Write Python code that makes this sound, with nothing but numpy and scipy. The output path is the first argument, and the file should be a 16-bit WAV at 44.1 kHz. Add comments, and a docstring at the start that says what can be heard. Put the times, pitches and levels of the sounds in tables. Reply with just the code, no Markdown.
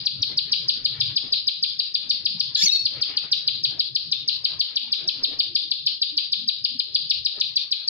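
"""One steep downward chip, sung by a prinia in a wicker cage under a roof, repeats about six times a second.
Once a harsh, jumping squawk of overlapping rasping notes breaks into the run of gliding whistles.
Cage reflections and porch echoes answer every note; shaped noise makes the wing rustle and claw ticks,
and decaying perch modes make the knocks. Below lie soft bumps, a faint low rumble and the air of the yard.
A limiter ducks the whole scene around the loud notes."""
import sys
import numpy as np
from scipy import signal
from scipy.fft import rfft, irfft, next_fast_len
from scipy.io import wavfile
from scipy.ndimage import uniform_filter1d, minimum_filter1d, map_coordinates

SR = 44100
rng = np.random.default_rng(int(sys.argv[2]) if len(sys.argv) > 2 else 0)


def wrap_up_sound(samples):
    """Save the sound to the file named by the first command line argument, as 16-bit audio."""
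    columns = np.atleast_2d(samples).T
    # keep every value between -1 and 1, then stretch to whole-number steps
    tamed = np.clip(columns, -1, 1)
    steps = np.round(tamed * 32767).astype(np.int16)
    wavfile.write(sys.argv[1], SR, steps)


N = 347949
TIME = np.arange(N) / SR

# Spectrum of the low rumble: [pitch_hz, relative_level_db per Hz]
RUMBLE_SPECTRUM = [(15, -49.5), (25, -15.5), (81, -6.5), (102, -5), (118, 3), (157, 1.5), (189, -8),
                   (305, -10), (436, -19.5), (505, -26), (600, -20.5), (780, -50), (1320, -120)]
# Slow rise and fall of the rumble: [time_s, level_db]
RUMBLE_LEVEL = [(0, -47.5), (1.1, -48), (1.45, -59), (2.3, -52.5), (2.9, -50.5), (3.4, -56), (4.25, -50.5),
                (4.6, -60), (5.3, -55.5), (5.7, -58), (6.2, -62.5), (7, -55.5), (7.89, -66)]
# Spectrum of the yard air: [pitch_hz, relative_level_db per Hz]
AIR_SPECTRUM = [(200, -20.5), (400, -5), (700, -8), (1100, -7), (1800, -5), (3000, 0), (5500, -17.5),
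                (6800, -33.5), (8500, -49), (11500, -34), (14000, -50)]
# Slow rise and fall of the air: [time_s, level_db]
AIR_LEVEL = [(0, -57.5), (1.1, -50.5), (1.4, -64.5), (2.3, -57.5), (2.8, -60.5), (3, -45), (3.9, -64.5),
             (4.6, -50.5), (5.3, -61.5), (5.6, -66), (7.89, -59)]
# Soft low bumps: [centre_s, pitch_hz, bell_width_s, level_db]
BUMPS = [(1.04, 526, 0.018, -52), (1.053, 118.5, 0.058, -37.5), (2.35, 181.6, 0.028, -44.5),
         (2.644, 168.4, 0.0074, -27.5), (3.683, 139, 0.033, -43.5), (4.853, 244.2, 0.039, -51.5),
         (5.514, 341, 0.043, -56), (5.653, 326.6, 0.03, -57), (6.157, 307.4, 0.047, -52.5),
         (6.427, 225.4, .044, -48.5), (6.737, 253.7, 0.052, -51), (6.872, 621, 0.04, -63.5),
         (6.899, 408, 0.036, -60), (7.194, 95.7, 0.032, -50)]
# Feet striking the perch: [start_s, relative_level_db]
KNOCKS = [(7.348, -52), (7.38, -41), (7.388, -44)]
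# Ringing modes of the wooden perch: [pitch_hz, relative_level_db, t60_s]
PERCH_MODES = [(257, -11, 0.065), (410, 3, 0.037), (550, -4, .02), (1274, -7, 0.059), (1880, -10, .02)]
# Wing flurries: [centre_s, bell_width_s, relative_level_db]
FLUTTERS = [(0.308, 0.028, -50.5), (1.237, 0.048, -50.5), (2.058, 0.04, -59), (2.93, 0.057, -55),
            (3.101, 0.015, -51.5), (3.246, 0.016, -56.5), (3.741, 0.056, -56.5), (4.524, 0.058, -59.5),
            (5.055, 0.072, -57.5), (5.294, 0.11, -52.5), (6.885, 0.038, -64), (7.374, 0.044, -55.5)]
# Spectrum of the rustling feathers: [pitch_hz, relative_level_db per Hz]
WING_SPECTRUM = [(100, -8), (300, 1.5), (600, -4), (1000, -10), (1700, -12), (4000, -12), (8000, -57.5),
                 (14000, -70)]
# Claws on the bars: [start_s, relative_level_db]
CLAW_TICKS = [(2.099, -53.5), (7.108, -46.5)]
# Reflections off the cage frame: [mean_delay_s, left_level_db, right_level_db]
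CAGE_REFLECTIONS = [(.0021, -7.5, -9), (.003, -14, -10), (.0053, -12, -14), (.0076, -13, -17),
                    (.0097, -16, -17), (.012, -15, -16)]
# Where the bird sits: [time_s, left_port_lag_ms]
BEARING = [(0, .04), (.25, .042), (.85, .105), (1.7, .115), (2.2, .075), (3.4, .07), (3.7, .1), (5.8, .108),
           (6.7, .09), (7, .06), (7.5, .1)]
# Notes of the squawk:
# [start_s, length_s, start_hz, end_hz, relative_level_db, swell_db, rasp 0-1, fundamental_over_second_db]
SQUAWK_NOTES = [(2.565, .04, 1678, 1723, -9, 2.5, .35, 2), (2.6, 0.026, 1734, 1812, -1.5, 4.5, 0.4, -0.5),
                (2.62, 0.0097, 2158, 2320, -3, 2, .15, -6), (2.626, 0.0047, 2554, 2804, -4.5, 3.5, .1, -15),
                (2.631, 0.011, 2310, 2351, 1, 2.5, 0.4, -15.5), (2.636, .007, 2680, 2706, 6, 5, 0.08, -15),
                (2.643, 0.0091, 3000, 3300, 0.5, 3, .25, -22),
                (2.652, .011, 3333, 3011, 1.5, 1.5, .25, -19.5), (2.661, .019, 2253, 2146, 8.5, 5, 0, -7),
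                (2.68, .011, 1874, 1928, 5, 0.5, 0.06, -22), (2.691, .012, 1922, 1930, 7, -3, 0, -23),
                (2.702, 0.019, 2647, 2624, -1.5, 2.5, 0.2, -3),
                (2.717, .023, 2202, 2189, 7, -0.5, 0.02, -20), (2.745, .016, 2170, 2189, 0.5, -2.5, 0, -20),
                (2.757, 0.0073, 1878, 1845, -2, -1, 0.05, -30)]
# Squawk overtones at full rasp: [harmonic_number, relative_level_db]
SQUAWK_OVERTONES = [(3, -1), (4, 1.5), (5, -1), (6, -3.5), (7, -3.5), (8, -5)]
# Throat and beak resonance: [pitch_hz, gain_db]
BEAK_RESPONSE = [(1000, -52), (1650, -25.5), (2100, -17.5), (2600, -3.5), (3400, -5.5), (4300, -3.5),
                 (5300, 1.5), (6900, -8.5), (7600, -21.5), (8500, -41.5), (9400, -28.5), (10500, -25.5),
                 (12700, -27.5), (15000, -47)]
# The run of chips:
# [mid_sweep_s, relative_level_db, brightness_db per octave, relative_length, onset_hz, echo_over_direct_db]
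CHIPS = [(0.066, -16, 5, 1.29, 5620, -5.5), (0.2277, -18.5, 3, 0.9, 5990, -5),
         (0.3809, -13, 3, 1.27, 5560, -7), (0.5271, -14.5, 1.5, 1.15, 5900, -4),
         (0.6904, -17.5, 2.5, 1.19, 5720, -5), (0.8534, -18.5, 4, 1.25, 5440, -6),
         (1.0081, -17, -1.5, 1, 5660, -3.5), (1.1679, -16, 1.5, 1.21, 5660, -6),
         (1.3291, -20, 0, 1.09, 5560, -4), (1.4788, -17, .5, 1.13, 5700, -6),
         (1.6335, -16, 2, 1.3, 5480, -6), (1.7971, -16.5, 2, 0.93, 5620, -4),
         (1.9499, -16, 0.5, 1.03, 5670, -5.5), (2.1044, -20, 4, 1.23, 5920, -5),
         (2.2593, -17, 1, 1.1, 5640, -5), (2.4046, -19.5, 3, 0.97, 5930, -3.5),
         (2.553, -15, 6.5, 1.1, 5380, -3.5), (2.8583, -17, 5, 1.3, 5410, -6.5),
         (3.0227, -20.5, 2.5, 1.35, 5660, -3.5), (3.1725, -18, 1, 0.83, 5410, -6),
         (3.3253, -17.5, 2, 1.2, 5890, -4.5), (3.478, -15.5, 0, 1, 5500, -5.5),
         (3.6448, -20.5, 2, 1.29, 5800, -5), (3.8, -18, 4, 1.15, 5520, -6.5),
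         (3.9582, -16, 3.5, 1.17, 5690, -6), (4.1227, -16.5, -1.5, 0.92, 5850, -5.5),
         (4.2861, -18.5, 1.5, 1.1, 5900, -4), (4.4501, -19.5, -0.3, 1.13, 5620, -4.5),
         (4.605, -16.5, 1.5, 1.3, 5720, -6), (4.7658, -17.5, -2.5, 1.1, 5750, -4),
         (4.9269, -18, -2, 1.13, 5680, -4.5), (5.0849, -17, 0.5, 1.17, 5910, -5),
         (5.2403, -18.5, -1, 1.23, 5610, -6), (5.3982, -19, -1, 1.23, 5610, -5.5),
         (5.5569, -17.5, 1, 1.07, 5670, -4.5), (5.7147, -16, 1.5, 0.93, 5550, -6),
         (5.8681, -19, 1, 0.91, 5680, -3.5), (6.0222, -17.5, 1, 1.05, 5640, -5),
         (6.1768, -18, -1.5, 0.92, 5720, -4), (6.3284, -18.5, -2, 1.09, 5780, -4),
         (6.4861, -17, 1.5, 1.33, 5490, -6), (6.6487, -17, -0.5, 1.1, 5490, -5.5),
         (6.7971, -12.5, 0.5, 1, 5560, -7), (6.9525, -14, 3.5, 1.2, 5400, -7),
         (7.1064, -17.5, -0.9, 1.2, 5860, -5), (7.2589, -14.5, 1, 1.21, 5710, -5.5),
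         (7.41, -19, -4, 0.99, 6340, -5), (7.5671, -20, 0, 1.2, 5960, -4),
         (7.721, -16.5, -2, 1.19, 5770, -5), (7.884, -31.5, 26.5, 1.15, 5850, -5)]
# Shape shared by every chip: [from_mid_sweep_s at length 1, pitch_hz, relative_level_db]
SWEEP = [(-.0098, 6080, -12), (-.0063, 5400, -14.5), (-.0038, 5000, -7.5), (0, 4700, 1.5), (.0035, 3930, 2),
         (.007, 3240, -5.5), (.011, 2580, -19), (0.016, 2150, -34.5)]
# Colour of the left port against the right: [pitch_hz, left_over_right_db]
PORT_TILT = [(400, 0), (1300, 2), (2700, 2), (4200, -.3), (6000, -1.5), (11000, -4)]

RUMBLE_SWING_DB = 2
DIRECT_PAN_DB, ECHO_PAN_DB, YARD_PAN_DB = 4.8, 5, 7  # left over right
PORCH_T60_S, DECAY_SCATTER = 0.33, .03  # typical decay time; its log spread from note to note
BUILD_S = .008  # time constant of the wash building up
RING_DB = 2.3  # how unevenly the pitches ring out
WALL_COUNT, WALL_FIRST_S, WALL_LAST_S = 9, .018, .085  # distinct slaps off walls and roof
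WALL_SHARE = .14  # their share of the echo energy
DAMP_HZ, DAMP_DB_PER_S = 6060, 110  # the treble above this dies this much faster
SCATTER_DB, SCATTER_T60_S = -8, .035  # each note scatters briefly off the thin bars
SQUAWK_ECHO_DB = -5
BEATING = .5  # depth of the rough flutter at full rasp
HISS_DB, CLEAR_HISS = -6.5, .3  # hiss at full rasp; share of it left in a clear note
CHIP_DB = 13  # common lift of all chips
ONSET_SPAN_HZ, ONSET_DB = 370, 12.5  # the voice swells by this much per span as it falls
UNSTEADY_DB = 1  # flicker of strength within a chip
LIMIT_DB, RELEASE_DB_PER_S, LOOK_AHEAD_S = -12.5, 113, 0.0035
TOP_HZ = 15300


def amp(db):
    """Decibels to gain."""
    return 10 ** (np.asarray(db) / 20)


def unit(x):
    """Scale to rms 1."""
    return x / np.sqrt(np.mean(x ** 2) + 1e-20)


def curves(rows, t=TIME):
    """Each column after the first, joined by straight lines."""
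    s, *cols = np.transpose(rows)
    return [np.interp(t, s, c) for c in cols]


def wobble(rate, size=N):
    """A smooth random curve with rate knots a second."""
    knots = rng.standard_normal(int(size * rate / SR) + 4)
    steps = np.arange(0, len(knots) - 1, 1 / 8)
    smooth = map_coordinates(knots, [steps])
    return np.interp(np.arange(size) * rate / SR, steps, smooth)


def filtered(x, response):
    """x times a response of frequency."""
    m = next_fast_len(N + 8192)
    return irfft(rfft(x, m) * response(np.fft.rfftfreq(m, 1 / SR)), m)[..., :N]


def coloured(x, points):
    """x shaped by (Hz, dB) points on a log axis."""
    f, db = np.transpose(points)
    return filtered(x, lambda hz: amp(np.interp(np.log(hz + 1), np.log(f), db)))


def pan(db):
    """Left and right gains for a level difference."""
    return amp(np.array([[db], [-db]]) / 2)


def patchy(x, depth_db, size, order):
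    """x with random gain patches, size frames long and order bins wide."""
    z = signal.stft(x, nperseg=1024)[2]
    field = uniform_filter1d(rng.standard_normal(z.shape[1:]), order, axis=0)
    field = uniform_filter1d(field, size, axis=1)
    return signal.istft(z * amp(depth_db * unit(field)), nperseg=1024)[1][:, :x.shape[1]]


def noise(points, spread):
    """Lumpy coloured stereo noise of rms 1; spread is the side-to-mid ratio."""
    lumpy = patchy(rng.standard_normal((2, N)), depth_db=4.5, size=7, order=2)
    mid, side = coloured(lumpy, points)
    return unit(np.array([mid + spread * side, mid - spread * side]))


def add(track, s, x):
    """Mix x into track from time s on."""
    i = round(s * SR)
    x = x[..., max(-i, 0):]
    part = track[..., max(i, 0):max(i, 0) + x.shape[-1]]
    part += x[..., :part.shape[-1]]


def swell(s, width):
    """A bell-shaped envelope around time s."""
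    return np.exp(-.5 * np.minimum(((TIME - s) / width) ** 2, 100))


def background():
    """Two beds of shaped noise, low rumble and yard air, drift and waver in level."""
    (rumble_db,), (air_db,) = curves(RUMBLE_LEVEL), curves(AIR_LEVEL)
    low, high = noise(RUMBLE_SPECTRUM, spread=.3), noise(AIR_SPECTRUM, spread=.7)
    rumble = amp(rumble_db + RUMBLE_SWING_DB * wobble(16)) * low
    air = amp(air_db + 3.2 * wobble(18)) * high
    return (rumble + air) * pan(YARD_PAN_DB)


def bumps():
    """Dull, soft bumps: bell-shaped swells of narrow low noise."""
    out = np.zeros(N)
    for s, hz, width, db in BUMPS:
        t = np.arange(-3 * width, 3 * width, 1 / SR)
        # slow random curves on a carrier make a narrow noise band
        drift = wobble(70.3, len(t)) + 1j * wobble(70.1, len(t))
        band = drift * np.exp(2j * np.pi * hz * t)
        add(out, s + t[0], amp(db) * unit(band.real) * np.exp(-.5 * (t / width) ** 2))
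    return out * pan(2.4)


def knocks():
    """The bird's feet set off decaying modes of the wooden perch, a short, dry knock."""
    out, t = np.zeros(N), np.arange(SR // 8) / SR
    attack = 1 - np.exp(-t / 0.00046)
    for s, db in KNOCKS:
        knock = np.zeros(len(t))
        for hz, mode_db, t60 in PERCH_MODES:
            # each strike excites the modes a little differently
            level = amp(db + mode_db + rng.normal(0, 3) - 60 * t / t60)
            knock += level * np.sin(2 * np.pi * hz * t)
        add(out, s, knock * attack)
    return out * pan(YARD_PAN_DB)


def wing_flurries():
    """Feathers rustle in short flurries of unsteady shaped noise."""
    flurries = sum(amp(db) * swell(s, width) for s, width, db in FLUTTERS)
    rustle = flurries * amp(1.5 * wobble(70)) * noise(WING_SPECTRUM, spread=0.61)
    return amp(4.0) * rustle * pan(YARD_PAN_DB)


def claw_ticks():
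    """Claws tick on the bars: bursts of white noise that die 60 dB in 20 ms."""
    out, t = np.zeros((2, N)), np.arange(SR // 20) / SR
    for s, db in CLAW_TICKS:
        add(out, s, amp(db + 8.5 - 60 * t / 0.02) * rng.standard_normal((2, len(t))))
    return out


def porch():
    """Porch echoes of nominal energy 1 at each port: distinct slaps in a clumpy, unevenly ringing wash."""
    t = np.arange(SR // 2) / SR
    t60 = PORCH_T60_S * np.exp(DECAY_SCATTER * rng.standard_normal())
    decay = amp(-60 * t / t60)
    wash = patchy(rng.standard_normal((2, len(t))), depth_db=RING_DB, size=16, order=2)
    wash = wash * amp(0.19 * wobble(350, len(t)))
    wash = wash * decay * (1 - np.exp(-t / BUILD_S))
    slaps = np.zeros_like(wash)
    for port in slaps:
        at = (rng.uniform(WALL_FIRST_S, WALL_LAST_S, WALL_COUNT) * SR).astype(int)
        port[at] = decay[at]
    echoes = np.sqrt(1 - WALL_SHARE) * unit(wash) + np.sqrt(WALL_SHARE) * unit(slaps)
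    echoes = echoes / np.sqrt(len(t))
    low = signal.sosfiltfilt(signal.butter(N=6, Wn=DAMP_HZ, fs=SR, output="sos"), echoes)
    return low + (echoes - low) * amp(-DAMP_DB_PER_S * t)


def heard(x, s, echo_db):
    """A note at the two ports: direct and cage, with porch echoes and bar scatter drawn afresh for every note."""
    paths = porch() * amp(echo_db) * pan(ECHO_PAN_DB)
    # direct sound, with a fractional delay between the ports
    lag_ms, = curves(BEARING, s)
    taps = np.arange(-16, 17) - np.array([[lag_ms], [-lag_ms]]) / 2 * SR / 1000
    width = taps.shape[1]
    paths[:, :width] += pan(DIRECT_PAN_DB) * np.sinc(taps) * np.hanning(width)
    # brief scatter off the thin bars
    scatter = rng.standard_normal(paths.shape) * amp(-60 * TIME[:paths.shape[1]] / SCATTER_T60_S)
    paths += amp(SCATTER_DB) * pan(DIRECT_PAN_DB) * scatter / np.linalg.norm(scatter[0])
    # frame reflections, their delays jittered from note to note
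    left, right = pan(DIRECT_PAN_DB)[:, 0]
    for delay, left_db, right_db in CAGE_REFLECTIONS:
        at = np.abs(delay * SR * (1 + 0.069 * rng.standard_normal(2))).astype(int)
        paths[0, at[0]] += left * amp(left_db)
        paths[1, at[1]] += right * amp(right_db)
    return signal.fftconvolve(x[None], paths, axes=1)


def squawk():
    """A strained call: short notes overlap and jump between registers, rasp, then clear into a held whistle."""
    call = np.zeros((2, N))
    for s, length, start_hz, end_hz, db, swell_db, rasp, fundamental_db in SQUAWK_NOTES:
        u = np.linspace(0, 1, int(length * SR))
        strain = np.sqrt(rasp)
        hz = start_hz + (end_hz - start_hz) * u
        phase = 2 * np.pi * np.cumsum(hz * (1 + 0.025 * rasp * wobble(900, len(u)))) / SR
        # the second harmonic carries the whistle; the overtones grow with the strain
        overtones = sum(amp(level) * np.sin(k * phase) for k, level in SQUAWK_OVERTONES)
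        stack = amp(fundamental_db) * np.sin(phase) + np.sin(2 * phase) + strain * overtones
        # chaotic beating of the membranes spreads each harmonic into a band, over a hiss
        beating = 1 + BEATING * strain * wobble(700, len(u))
        hiss_gain = amp(HISS_DB) * (CLEAR_HISS + (1 - CLEAR_HISS) * strain)
        voice = stack * beating + hiss_gain * rng.standard_normal(len(u))
        note = amp(db + swell_db * (u - 2.5)) * voice * signal.windows.tukey(len(u), .2)
        add(call, s, heard(note, s, SQUAWK_ECHO_DB))
    return coloured(call, BEAK_RESPONSE)


def chips():
    """Each chip is a nearly pure whistle that falls an octave and a half in about 30 ms."""
    out = np.zeros((2, N))
    earlier = (-.09, *CHIPS[0][1:])  # the run is already under way: the chip before still echoes
    for s, db, bright_db, length, onset_hz, echo_db in [earlier, *CHIPS]:
        t = np.arange(SWEEP[0][0] * length, SWEEP[-1][0] * length, 1 / SR)
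        hz, shape_db = curves(SWEEP, t / length)
        hz = hz * (1 + 0.009 * wobble(350, len(t)))
        phase = 2 * np.pi * np.cumsum(hz) / SR
        onset_db = -ONSET_DB * np.maximum(1 + (hz - onset_hz) / ONSET_SPAN_HZ, 0)
        flicker_db = UNSTEADY_DB * wobble(406, len(t))
        # the opening of the beak favours the high or the low end of the sweep
        beak_db = bright_db * np.log2(hz / 4200)
        level = amp(CHIP_DB + db + shape_db + onset_db + flicker_db + beak_db)
        level = level * signal.windows.tukey(len(t), .15)
        # a trace of second harmonic; the third emerges as the pitch drops
        second = amp(-77.5) * np.sin(2 * phase)
        third = amp(-54.0) * np.sin(3 * phase) / (1 + (hz / 4300) ** 20)
        tone = np.sin(phase) + second + third
        add(out, s + t[0], heard(level * tone, s, echo_db))
    return out


def scene():
    """The yard, the bird's movements and its voice together."""
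    surroundings = background() + bumps()
    movements = knocks() + wing_flurries() + claw_ticks()
    return surroundings + movements + squawk() + chips()


def limiter(x):
    """The gain ducks just before each loud note and climbs back, which holds up the echo and pumps the bed."""
    power = np.abs(uniform_filter1d(x ** 2, SR // 200, axis=1)).max(axis=0)
    level_db = 10 * np.log10(power + 1e-12)
    ramp = RELEASE_DB_PER_S * TIME
    gain_db = np.minimum.accumulate(np.minimum(LIMIT_DB - level_db, 0) - ramp) + ramp
    ahead = max(int(LOOK_AHEAD_S * SR), 2)
    held_db = minimum_filter1d(gain_db, 2 * ahead)
    return x * amp(uniform_filter1d(uniform_filter1d(held_db, ahead), ahead))


def record(dry):
    """Two differently coloured ports, limited together, with soft ends and nothing above the band limit."""
    ports = []
    for x, side in zip(dry, (1, -1)):
        tilt = [(hz, side * db / 2) for hz, db in PORT_TILT]
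        ports.append(coloured(x, tilt))
    edges = signal.windows.tukey(N, .0008)
    return filtered(limiter(np.array(ports)) * edges, lambda hz: hz < TOP_HZ)


dry = scene()
out = record(dry)
wrap_up_sound(out)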